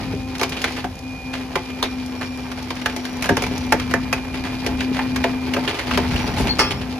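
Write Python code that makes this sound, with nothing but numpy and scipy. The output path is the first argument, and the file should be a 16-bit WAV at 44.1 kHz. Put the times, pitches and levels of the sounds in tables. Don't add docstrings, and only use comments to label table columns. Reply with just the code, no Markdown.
import sys
import numpy as np
from scipy import signal
from scipy.fft import rfft, irfft, next_fast_len
from scipy.io import wavfile

SR = 44100
rng = np.random.default_rng(int(sys.argv[2]) if len(sys.argv) > 2 else 0)


def master(y):
    cut = np.clip(np.atleast_2d(y).T, -1, 1)
    pcm = np.round(cut * 32767)
    wavfile.write(sys.argv[1], SR, pcm.astype(np.int16))


N = 308259

# time in seconds, level in dB.
RUMBLE_LEVELS = [(0, -29), (.6, -38), (.85, -34.5), (1.35, -36.5), (1.6, -39.5), (2.3, -36), (3.05, -38),
                 (3.3, -33.5), (3.9, -32.5), (4.95, -30), (5.5, -33), (5.8, -36), (5.98, -27),
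                 (6.47, -23.5), (6.6, -34.5), (6.75, -25.5), (6.99, -34)]
# frequency in Hz, level in dB.
DIESEL_SPECTRUM = [(15, -73), (30, -21), (50, -3), (78, 1), (100, -2.5), (160, -6.5), (220, -8),
                   (330, -14.5), (700, -73.5)]
SHUDDER_SPECTRUM = [(15, -33), (30, 20), (48, 19), (80, 26), (110, -26), (200, -43)]
FAN_SPECTRUM = [(100, 0.5), (400, 3.5), (900, 0), (1300, -6.5), (1850, -8), (2300, -6), (3300, -9.5),
                (4800, -9.5), (6500, -13.5), (10000, -20), (12000, -20.5), (15500, -46)]
# time in seconds, pitch in Hz.
PUMP_PITCH = [(0, 260.1), (0.5, 258.4), (0.72, 253.5), (1.05, 259.4), (1.5, 257), (2.1, 254.3),
              (3.05, 252.2), (3.3, 251.6), (3.55, 252.4), (3.8, 251.4), (4.3, 256.8), (5.05, 256),
              (5.6, 254.5), (6.22, 248.2), (6.55, 253.5), (6.99, 254.2)]
# multiple of the pump's pitch, level in dB.
PUMP_OVERTONES = [(2, -20), (3, -18.5), (4, -26.5)]
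# time in seconds, level in dB.
HUM_LEVELS = [(0, -30), (.8, -34.5), (1.3, -30), (1.55, -34), (2.05, -28), (2.65, -33), (3.1, -29),
              (4.0, -26.5), (4.3, -30.5), (5.0, -23), (5.55, -25.5), (6.05, -24.5), (6.6, -31.5),
              (6.99, -29)]
OVERTONE_LEVELS = [(0, -29), (.33, -25), (.6, -34), (1.3, -29.5), (2.3, -35), (4.2, -36), (6.99, -29)]
WHINE_LEVELS = [(0, -37), (.36, -37), (.55, -33), (.88, -53), (.98, -38), (1.1, -31), (1.3, -32),
                (1.48, -40), (1.67, -34), (1.94, -34), (2.06, -40), (2.3, -34), (2.7, -47), (3.2, -36),
                (4.3, -34.5), (5.25, -30.5), (5.7, -39), (6.99, -40.5)]
# middle in seconds, depth in dB, reach to either side in seconds.
BRIEF_HUM_DIPS = [(.97, 26, 0.039), (1.21, 22, 0.034), (5.77, 22, 0.081), (6.735, 16, 0.03)]
# time in seconds, level in dB.
STRAIN_LEVELS = [(0, -28), (.22, -40.5), (.55, -31), (.78, -29), (.93, -46), (1.22, -40.5), (1.35, -36),
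                 (2.1, -35.5), (2.7, -34.5), (3.4, -31.5), (3.75, -32.5), (4.5, -32), (5.15, -30),
                 (5.4, -30.5), (5.7, -28), (6.48, -24.5), (6.56, -29), (6.66, -26), (6.8, -33.5),
                 (6.99, -32)]
# frequency in Hz, level in dB.
GRIND_SPECTRUM = [(120, -23), (250, -4.5), (400, -2), (600, -8), (850, -3), (1200, -10), (1700, -12),
                  (2600, -13), (5000, -35.5)]
CRACKLE_SPECTRUM = [(500, -25), (1400, -10), (2300, 0.5), (3500, -0.5), (5000, -1), (6500, -12),
                    (10000, -16.5), (12000, -21), (15500, -60)]
SPLINTER_SPECTRUM = [(1500, -8), (3500, -2), (5500, 3), (7500, -3.5), (10000, -4.5), (12000, -11),
                     (14500, -12), (16000, -19)]
# start in seconds, level in dB, lowest pitch in Hz.
FLOOR_THUDS = [(.135, -22.5, 169), (0.845, -27, 111), (1.563, -26.5, 162), (2.231, -28, 149),
               (3.303, -12.5, 165), (3.318, -14, 100.9), (3.376, -20, 154), (3.512, -23.5, 173.8),
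               (3.741, -17, 187), (3.945, -25, 169), (4.915, -23, 123), (5.976, -19.5, 199),
               (6.40, -18, 164)]
# multiple of the lowest pitch, level in dB, seconds to fade 60 dB.
FLOOR_TONES = [(1, -1, 0.061), (1.65, -5, 0.13), (2.35, -1.5, 0.078), (2.9, -2, 0.046), (3.6, -1, 0.028)]
# start in seconds, level in dB.
SPLINTER_TICKS = [(.282, -46), (.294, -45), (.382, -30), (.722, -33), (0.954, -37), (.99, -35),
                  (2.061, -32), (2.374, -35), (2.627, -34), (2.648, -41), (2.754, -36), (3.095, -39),
                  (3.13, -37), (3.169, -34), (3.579, -25.5), (3.665, -37), (4.78, -44)]
# time in seconds, crack level in dB, crack centre in Hz, ring level in dB,
# ring pitch in Hz, splinter level in dB, level of the knock on the hopper in dB.
BOARD_SNAPS = [(0.351, -43.0, 2400, -49, 1400, -52, -51.0), (0.395, -37.5, 2800.0, -47.5, 1460, -56, -44.0),
               (0.412, -34, 2050.0, -36.5, 1140, -37, -32.5), (0.431, -30, 2390.0, -36, 1070, -35.5, -38.5),
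               (0.493, -52, 1500.0, -56, 1110.0, -43, -61.0), (0.616, -40, 2800.0, -48, 2180.0, -41, -62),
               (0.641, -28.5, 1780, -31, 2160, -38.5, -37.5), (0.842, -40, 1510, -35.0, 750, -52, -43),
               (1.555, -31, 1740, -34, 1020.0, -43, -33), (1.826, -29.5, 945, -32, 3660, -37, -33.5),
               (2.515, -46, 2050.0, -46, 1180.0, -51.5, -54), (2.704, -37, 2050.0, -38, 980, -48, -43.5),
               (2.858, -30, 1680, -31.5, 1530, -39.5, -42), (2.962, -47, 816, -42.5, 2130.0, -41.0, -41),
               (3.051, -42, 2800.0, -45, 1640.0, -47, -55),
               (3.223, -37.5, 1090.0, -35.5, 2300, -37.0, -44.0),
               (3.241, -38, 1500.0, -38.0, 2670, -43, -43), (3.257, -36, 800.0, -38, 1680, -42, -42),
               (3.29, -32, 1280.0, -28, 1630, -39, -25.5), (3.368, -30, 1090.0, -36.5, 2890.0, -36.5, -35),
               (3.421, -37, 800.0, -38, 2250, -39.5, -38), (3.436, -38.5, 800.0, -36, 2350, -44, -43),
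               (3.464, -40.5, 2090, -40, 840.0, -47, -52), (3.722, -23.5, 1280.0, -25.5, 860, -31, -28.5),
               (3.797, -38.5, 2390.0, -42, 1290.0, -46, -53), (3.91, -38.5, 1500.0, -57, 2400, -46, -49),
               (3.937, -30.5, 1090.0, -28.5, 1760, -40, -33), (4.127, -29, 1280.0, -30.0, 2490.0, -35, -37),
               (4.663, -33.5, 1800, -43, 850.0, -37.5, -33.5),
               (4.805, -35.0, 2050.0, -35.5, 2620, -64, -60), (4.99, -34.0, 1500.0, -34.5, 830, -57, -43),
               (5.16, -34, 1750.0, -38.5, 1040.0, -39, -45), (5.24, -29.5, 1800, -32.5, 960, -45, -29.5),
               (5.536, -34, 1500.0, -35, 2710.0, -41, -37), (5.565, -33.0, 1280.0, -43, 905, -51, -33),
               (5.676, -35, 1740, -37, 2930, -64, -56), (5.91, -31, 1280.0, -33.5, 2710.0, -61, -43),
               (5.974, -30, 1750.0, -31, 1000, -37, -28.5), (6.159, -44, 1770, -35.5, 2912, -58, -55)]
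# multiple of its centre frequency, level in dB.
CRACK_SPECTRUM = [(.2, -17.5), (.5, -4), (1, 2.5), (2, -4.5), (4, -22.5), (8, -50.5)]
# frequency in Hz, level in dB.
KNOCK_SPECTRUM = [(80, -4), (200, -9.5), (360, 15.5), (550, 13.5), (850, 6.5), (1300, -30.5)]
SCRAPE_SPECTRUM = [(600, 4), (1500, -2.5), (2600, -1), (4500, -6), (6000, -11), (10000, -16), (15500, -35)]
# pitch in Hz, level in dB, seconds to fade 60 dB.
WALL_TONES = [(352.6, -19, 0.37), (373, 3.5, 0.2), (481, 1, 0.097), (529, 11.5, 0.021), (712, 8.5, 0.12),
              (889, 6.5, 0.14)]
# start in seconds, level in dB, fade in seconds, pitch in Hz.
BOARD_SCRAPES = [(0.45, -45, 0.017, 3600), (0.651, -36, 0.016, 3400), (0.792, -35, 0.013, 2800),
                 (3.241, -38, 0.047, 3180), (3.387, -43, 0.12, 3600), (0.519, -27, 0.012, 2980),
                 (0.565, -31.5, 0.015, 2980), (0.677, -27, 0.0082, 2200), (0.765, -32, 0.019, 1800),
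                 (1.331, -32.5, 0.029, 2060), (1.698, -33.5, 0.0085, 2600), (1.835, -27, 0.016, 2600),
                 (2.209, -32, 0.022, 1730), (2.572, -34, 0.015, 1100), (2.765, -32, 0.0083, 2000),
                 (2.814, -28, .006, 2300), (2.897, -30.5, .008, 2000), (4.177, -33, 0.0041, 2600),
                 (4.339, -32.5, 0.022, 2370), (4.435, -36, 0.055, 1570), (4.793, -40.5, 0.02, 2400),
                 (4.939, -34.5, 0.039, 1650), (4.967, -27.5, 0.0086, 1630), (5.646, -28, 0.0077, 1505),
                 (5.674, -28, 0.03, 2840), (5.742, -34, 0.03, 3000), (5.786, -27, 0.02, 1940),
                 (5.867, -29, 0.0096, 2400), (5.935, -29, 0.024, 2500), (6.106, -33.5, 0.025, 2300),
                 (6.189, -30.5, 0.017, 2360), (6.268, -33.5, .013, 2900), (6.326, -45, 0.004, 850),
                 (6.361, -34.5, 0.032, 2177), (6.377, -31, 0.036, 10700), (6.468, -26, 0.015, 2360),
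                 (6.706, -21.5, 0.0093, 2700), (6.812, -33.5, 0.011, 3093)]
# time in seconds, pitch in Hz, level in dB.
SQUEAL_PATH = [(1.78, 5550, -64), (1.86, 5550, -50), (2.05, 5548, -56), (2.22, 5542, -46.5),
               (2.38, 5554, -55), (2.5, 5552, -52), (2.66, 5530, -56), (2.92, 5600, -47), (3.02, 5600, -51),
               (3.11, 5660, -50), (3.2, 5630, -57), (3.34, 5670, -46), (3.47, 5694, -57), (3.56, 5680, -43),
               (3.66, 5850, -51), (3.78, 5748, -70), (6.05, 5722, -66), (6.14, 5700, -47),
               (6.23, 5752, -42), (6.29, 5750, -50), (6.48, 5755, -49), (6.56, 5755, -70)]
# multiple of the lowest pitch, level in dB.
SQUEAK_TONES = [(1, -10), (2, 9.5), (3, -19)]
# start in seconds, level of the plate's crash in dB, level of the ring in dB.
STEEL_BLOWS = [(6.585, -27, -40), (6.591, -17, -12.5), (6.600, -23, -38), (6.706, -35, -31),
               (6.815, -48, -41)]
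# pitch in Hz, level in dB, seconds to fade 60 dB.
STEEL_TONES = [(377, -7, .7), (419, -7, .5), (520, -9, .35), (877, -4, .35), (1184, -2.5, .35),
               (1290, -4, .3), (1410, -6, .3), (1680, -3, .25), (1775, -3, .25), (1954, -8, .22),
               (2142, -3, .26), (2546, -9, .4), (2696, -5.5, .33), (2850, -7, .22), (3200, -3.5, .4),
               (3320, -8, .4), (3607, -9, .2), (4335, -9, .33), (4520, -10, .28), (4891, -6, .33),
               (5365, -1, .1), (5386, -4, .6), (6073, -11, .15), (9366, -15, .16), (9856, -13, .16)]
# frequency in Hz, level in dB.
PLATE_SPECTRUM = [(300, -2.5), (900, -1), (1500, -2.5), (2500, -7), (3700, -13), (5000, -0.5), (6500, -14),
                  (9800, -17), (11500, -28), (15500, -30)]
# frequency in Hz, seconds to fade 60 dB.
ECHO_TIMES = [(100, 0.082), (500, 0.24), (2500, 0.3), (6000, 0.45), (14000, 0.015)]
# frequency in Hz, likeness from 0 to 1.
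STEREO_LIKENESS = [(60, .92), (300, .92), (800, .78), (2000, .66), (2900, .65), (4000, .25), (6500, .3),
                   (8000, .88), (12000, .92), (13500, .62), (15000, .8)]
# frequency in Hz, lead in radians.
LEFT_LEAD = [(100, 0), (1000, -.25), (2300, -.55), (2700, 1.1), (5000, 1.6), (5600, 3.9), (6500, 5.6),
             (7600, 3.4), (8700, 2.9), (11200, .1), (12900, -.1), (15000, -2.8)]
# frequency in Hz, left minus right in dB.
LEFT_BALANCE = [(60, -0.5), (230, 3), (700, 1.0), (1300, 0), (2300, -5.5), (3300, -1.5), (4500, 6.5),
                (6800, 2), (8000, 0)]

GATHER_S = 0.002994


def amp(db):
    return 10 ** (np.asarray(db) / 20)


def unit(x):
    return x / np.sqrt(np.mean(x ** 2) + 1e-20)


def read(points, hz):
    row_hz, value = np.transpose(points)
    return np.interp(np.log(hz + 1), np.log(row_hz + 1), value)


def curves(rows):
    times, *columns = np.transpose(rows)
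    return [np.interp(np.arange(N) / SR, times, column) for column in columns]


def add(mix, start_s, sound):
    part = mix[:, max(round(start_s * SR), 0):][:, :sound.shape[1]]
    part += sound[:, :part.shape[1]]


def colour(x, spectrum):
    size = 2 * next_fast_len(x.shape[1] // 2 + 1024)
    log_gain = np.log(amp(read(spectrum, abs(np.fft.fftfreq(2048, 1 / SR)))))
    taps = np.fft.ifft(np.exp(np.conj(signal.hilbert(log_gain)))).real
    return unit(irfft(rfft(x, size) * rfft(taps, size), size)[:, :x.shape[1]])


def noise(spectrum, size=N):
    return colour(rng.standard_normal((2, size)), spectrum)


def wander(rate_hz, size=N):
    knots = rng.standard_normal(4096)
    return unit(np.interp(np.arange(size) / SR * 2 * rate_hz, np.arange(len(knots)), knots))


def burst(t, rise_s, fall_s):
    return (1 - np.exp(-t / rise_s)) * np.exp(-t / fall_s)


def tone(turns):
    return np.sqrt(2) * np.array([np.cos(2 * np.pi * turns), np.sin(2 * np.pi * turns)])


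def rough_tone(turns, rate_hz, depth):
    swings = wander(rate_hz, len(turns)) + 1j * wander(rate_hz, len(turns))
    chatter = (1 + depth * swings) / np.sqrt(1 + 2 * depth ** 2)
    wave = np.sqrt(2) * np.exp(2j * np.pi * turns) * chatter
    return np.array([wave.real, wave.imag])


def engine(heave_db=1.7, throb=0.28, firings_per_pump_cycle=0.28):
    rumble_db = curves(RUMBLE_LEVELS)[0] + heave_db * wander(rate_hz=6)
    rumble = amp(rumble_db + 0.1) * noise(DIESEL_SPECTRUM)
    shudder = amp(2 * rumble_db + 18) * noise(SHUDDER_SPECTRUM)
    firings = np.cumsum(curves(PUMP_PITCH)[0] * firings_per_pump_cycle) / SR
    fan = amp(-41.5) * (1 + throb * np.cos(2 * np.pi * firings)) * noise(FAN_SPECTRUM)
    return rumble + shudder + fan


def pump_hum(flutter=0.14, overtone_flutter=0.088, jitter=0.0033, sway_db=0.54):
    t = np.arange(N) / SR
    dips_db = sum(depth * np.exp(-((t - s) / reach_s) ** 2) for s, depth, reach_s in BRIEF_HUM_DIPS)
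    hum_db = curves(HUM_LEVELS)[0] - dips_db + sway_db * wander(4.7)
    turns = np.cumsum(curves(PUMP_PITCH)[0] * (1 + jitter * wander(25))) / SR
    hum = amp(hum_db) * (1 + flutter * wander(30)) * tone(turns)
    overtones = sum(amp(db) * (1 + overtone_flutter * wander(31)) * tone(multiple * turns)
                    for multiple, db in PUMP_OVERTONES)
    return hum + amp(curves(OVERTONE_LEVELS)[0]) * overtones


def pump_whine(pitch_ratio=9.41, jitter=0.00387, flutter=0.23):
    hz = pitch_ratio * curves(PUMP_PITCH)[0] * (1 + jitter * wander(70))
    gain = amp(curves(WHINE_LEVELS)[0] - 9) * (1 + flutter * wander(40))
    return gain * tone(np.cumsum(hz) / SR)


def grains(per_s, spread_db, clump_db):
    sizes_db = spread_db * np.minimum(rng.exponential(1, N), 3.2)
    clicks = amp(sizes_db) * (rng.random(N) < per_s / SR) * rng.uniform(-0.98, 1, (2, N))
    return clicks * amp(clump_db * np.tanh(wander(28)))


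def crushing(muffle_db_per_s=0.4, muffle_mid_s=3):
    strain_db = curves(STRAIN_LEVELS)[0]
    grind = colour(grains(per_s=2500, spread_db=3.2, clump_db=3), GRIND_SPECTRUM)
    crackle = colour(grains(per_s=2000, spread_db=4.3, clump_db=4), CRACKLE_SPECTRUM)
    muffled_db = muffle_db_per_s * (np.arange(N) / SR - muffle_mid_s)
    return amp(strain_db - 4) * grind + amp(strain_db - 9 - muffled_db) * crackle


def thud(t, hz, rise_s=0.0013):
    ring = sum(amp(db - 60 * t / fade_s) * tone(multiple * hz * t + rng.random())
               for multiple, db, fade_s in FLOOR_TONES)
    return (1 - np.exp(-t / rise_s)) * ring


def tick(t):
    return burst(t, rise_s=0.00033, fall_s=0.0032) * noise(SPLINTER_SPECTRUM, len(t))


def snap(crack_db, crack_hz, ring_db, ring_hz, splinter_db, knock_db):
    t = np.arange(6000) / SR
    fibres_per_s, unevenness = 8000, 0.3
    build_s, tear_s, straggle_s = 0.001, 0.0067, 0.04
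    since_break = np.maximum(t - GATHER_S, 0)
    build_up = np.exp(np.minimum(t - GATHER_S, 0) / build_s)
    die_away = np.exp(-since_break / tear_s) + 0.045 * np.exp(-since_break / straggle_s)
    fibres = np.exp(unevenness * rng.standard_normal(len(t))) * (rng.random(len(t)) < fibres_per_s / SR)
    tearing = build_up * die_away * fibres
    crack_clicks, ring_clicks, splinter_clicks = tearing * rng.uniform(-1.2, 1, (3, 2, len(t)))
    crack = colour(crack_clicks, [(multiple * crack_hz, db) for multiple, db in CRACK_SPECTRUM])
    ring = signal.lfilter(*signal.iirpeak(ring_hz, Q=9, fs=SR), ring_clicks)
    ring = np.array([unit(channel) for channel in ring])
    splinters = colour(splinter_clicks, SPLINTER_SPECTRUM)
    wood = amp(crack_db) * crack + amp(ring_db) * ring + amp(splinter_db) * splinters
    return wood + amp(knock_db) * knock(since_break)


def knock(t, ring_rise_s=0.0069):
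    bump = colour(burst(t, rise_s=0.0004, fall_s=0.014) * rng.standard_normal((2, len(t))), KNOCK_SPECTRUM)
    wall = sum(amp(db - 60 * t / fade_s) * tone(hz * rng.uniform(0.93, 1.04) * t + rng.random())
               for hz, db, fade_s in WALL_TONES)
    return bump + 0.72 * unit((1 - np.exp(-t / ring_rise_s)) * wall)


def scrape(t, fade_s, hz, slips_per_s=2800, unevenness=0.45, ring_gain=0.58):
    sizes = np.exp(unevenness * rng.standard_normal(len(t))) * (rng.random(len(t)) < slips_per_s / SR)
    slips = colour(sizes * rng.choice([-1, 1], (2, len(t))), SCRAPE_SPECTRUM)
    ring = unit(signal.lfilter(*signal.iirpeak(hz, Q=1.5, fs=SR), slips))
    return burst(t, rise_s=0.0035, fall_s=fade_s) * unit(slips + ring_gain * ring)


def boards():
    t, out = np.arange(SR // 4) / SR, np.zeros((2, N))
    for start_s, db, hz in FLOOR_THUDS:
        add(out, start_s, amp(db) * thud(t, hz))
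    for start_s, db in SPLINTER_TICKS:
        add(out, start_s, amp(db + 2.5) * tick(t))
    for time_s, *board in BOARD_SNAPS:
        add(out, time_s - GATHER_S / 2, snap(*board))
    for start_s, db, fade_s, hz in BOARD_SCRAPES:
        add(out, start_s, amp(db + 9) * scrape(t, fade_s, hz))
    return out


def squeal():
    hz, db = curves(SQUEAL_PATH)
    return amp(db) * rough_tone(np.cumsum(hz) / SR, rate_hz=55, depth=0.35)


def squeak(start_s=6.491, lowest_hz=2170):
    t, out = np.arange(SR // 5) / SR, np.zeros((2, N))
    note = sum(amp(db) * rough_tone(multiple * lowest_hz * t, rate_hz=160, depth=0.65)
               for multiple, db in SQUEAK_TONES)
    add(out, start_s, amp(-21) * burst(t, rise_s=0.0091, fall_s=0.02) * note)
    return out


def clangs(rise_s=0.00084, crash_fade_s=0.024):
    t, out = np.arange(SR // 2) / SR, np.zeros((2, N))
    for start_s, crash_db, ring_db in STEEL_BLOWS:
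        ring = sum(amp(db - 60 * t / fade_s)
                   * rough_tone(hz * t + rng.random(), rate_hz=10 + hz / 150, depth=0.32)
                   for hz, db, fade_s in STEEL_TONES)
        crash = np.exp(-t / crash_fade_s) * noise(PLATE_SPECTRUM, len(t))
        blow = amp(ring_db - 8.5) * ring + amp(crash_db + 5.5) * crash
        add(out, start_s, (1 - np.exp(-t / rise_s)) * blow)
    return out


def echoes(x, hopper_db=-9, hopper_fade_s=0.018, street_db=-14, dull_hz=4500):
    t = np.arange(SR // 2) / SR
    shape, bounces_per_s, gap_s = (2, 2, len(t)), 2000, 0.004
    near, far = rng.standard_normal(shape) * (rng.random(shape) < bounces_per_s / SR) * (t > gap_s)
    hz, frame_s, bands = signal.stft(far, SR, nperseg=256)
    fade = amp(-60 * frame_s / read(ECHO_TIMES, hz)[:, None])
    street = signal.istft(bands * fade, SR, nperseg=256)[1][:, :len(t)]
    hopper = near * np.exp(-t / hopper_fade_s)
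    response = (amp(hopper_db) * unit(hopper) + amp(street_db) * unit(street)) / np.sqrt(len(t))
    response = signal.lfilter(*signal.butter(1, dull_hz, fs=SR), response)
    return x + signal.fftconvolve(x, response, axes=1)[:, :N]


def scene():
    truck = engine() + pump_hum() + pump_whine()
    load = echoes(crushing() + boards())
    return truck + load + squeal() + squeak() + clangs()


def record(dry, low_cut_hz=28, high_cut_hz=15750):
    size = next_fast_len(N + 2048)
    hz = np.fft.rfftfreq(size, 1 / SR)
    shared, scattered = rfft(dry, size) * hz ** 3 / np.hypot(hz ** 3, low_cut_hz ** 3)
    likeness = np.clip(read(STEREO_LIKENESS, hz), 0, 1)
    tilt = amp(read(LEFT_BALANCE, hz) / 2)
    lag = np.exp(-1j * read(LEFT_LEAD, hz))
    right = (likeness * shared + np.sqrt(1 - likeness ** 2) * scattered) * lag
    pair = irfft(np.array([shared * tilt, right / tilt]), size)[:, :N]
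    treble_cut = signal.firwin(511, high_cut_hz, window=("kaiser", 9), fs=SR)
    return signal.oaconvolve(np.clip(pair, -1, 1), treble_cut[None], "same")


dry = scene()
out = record(dry)
master(out)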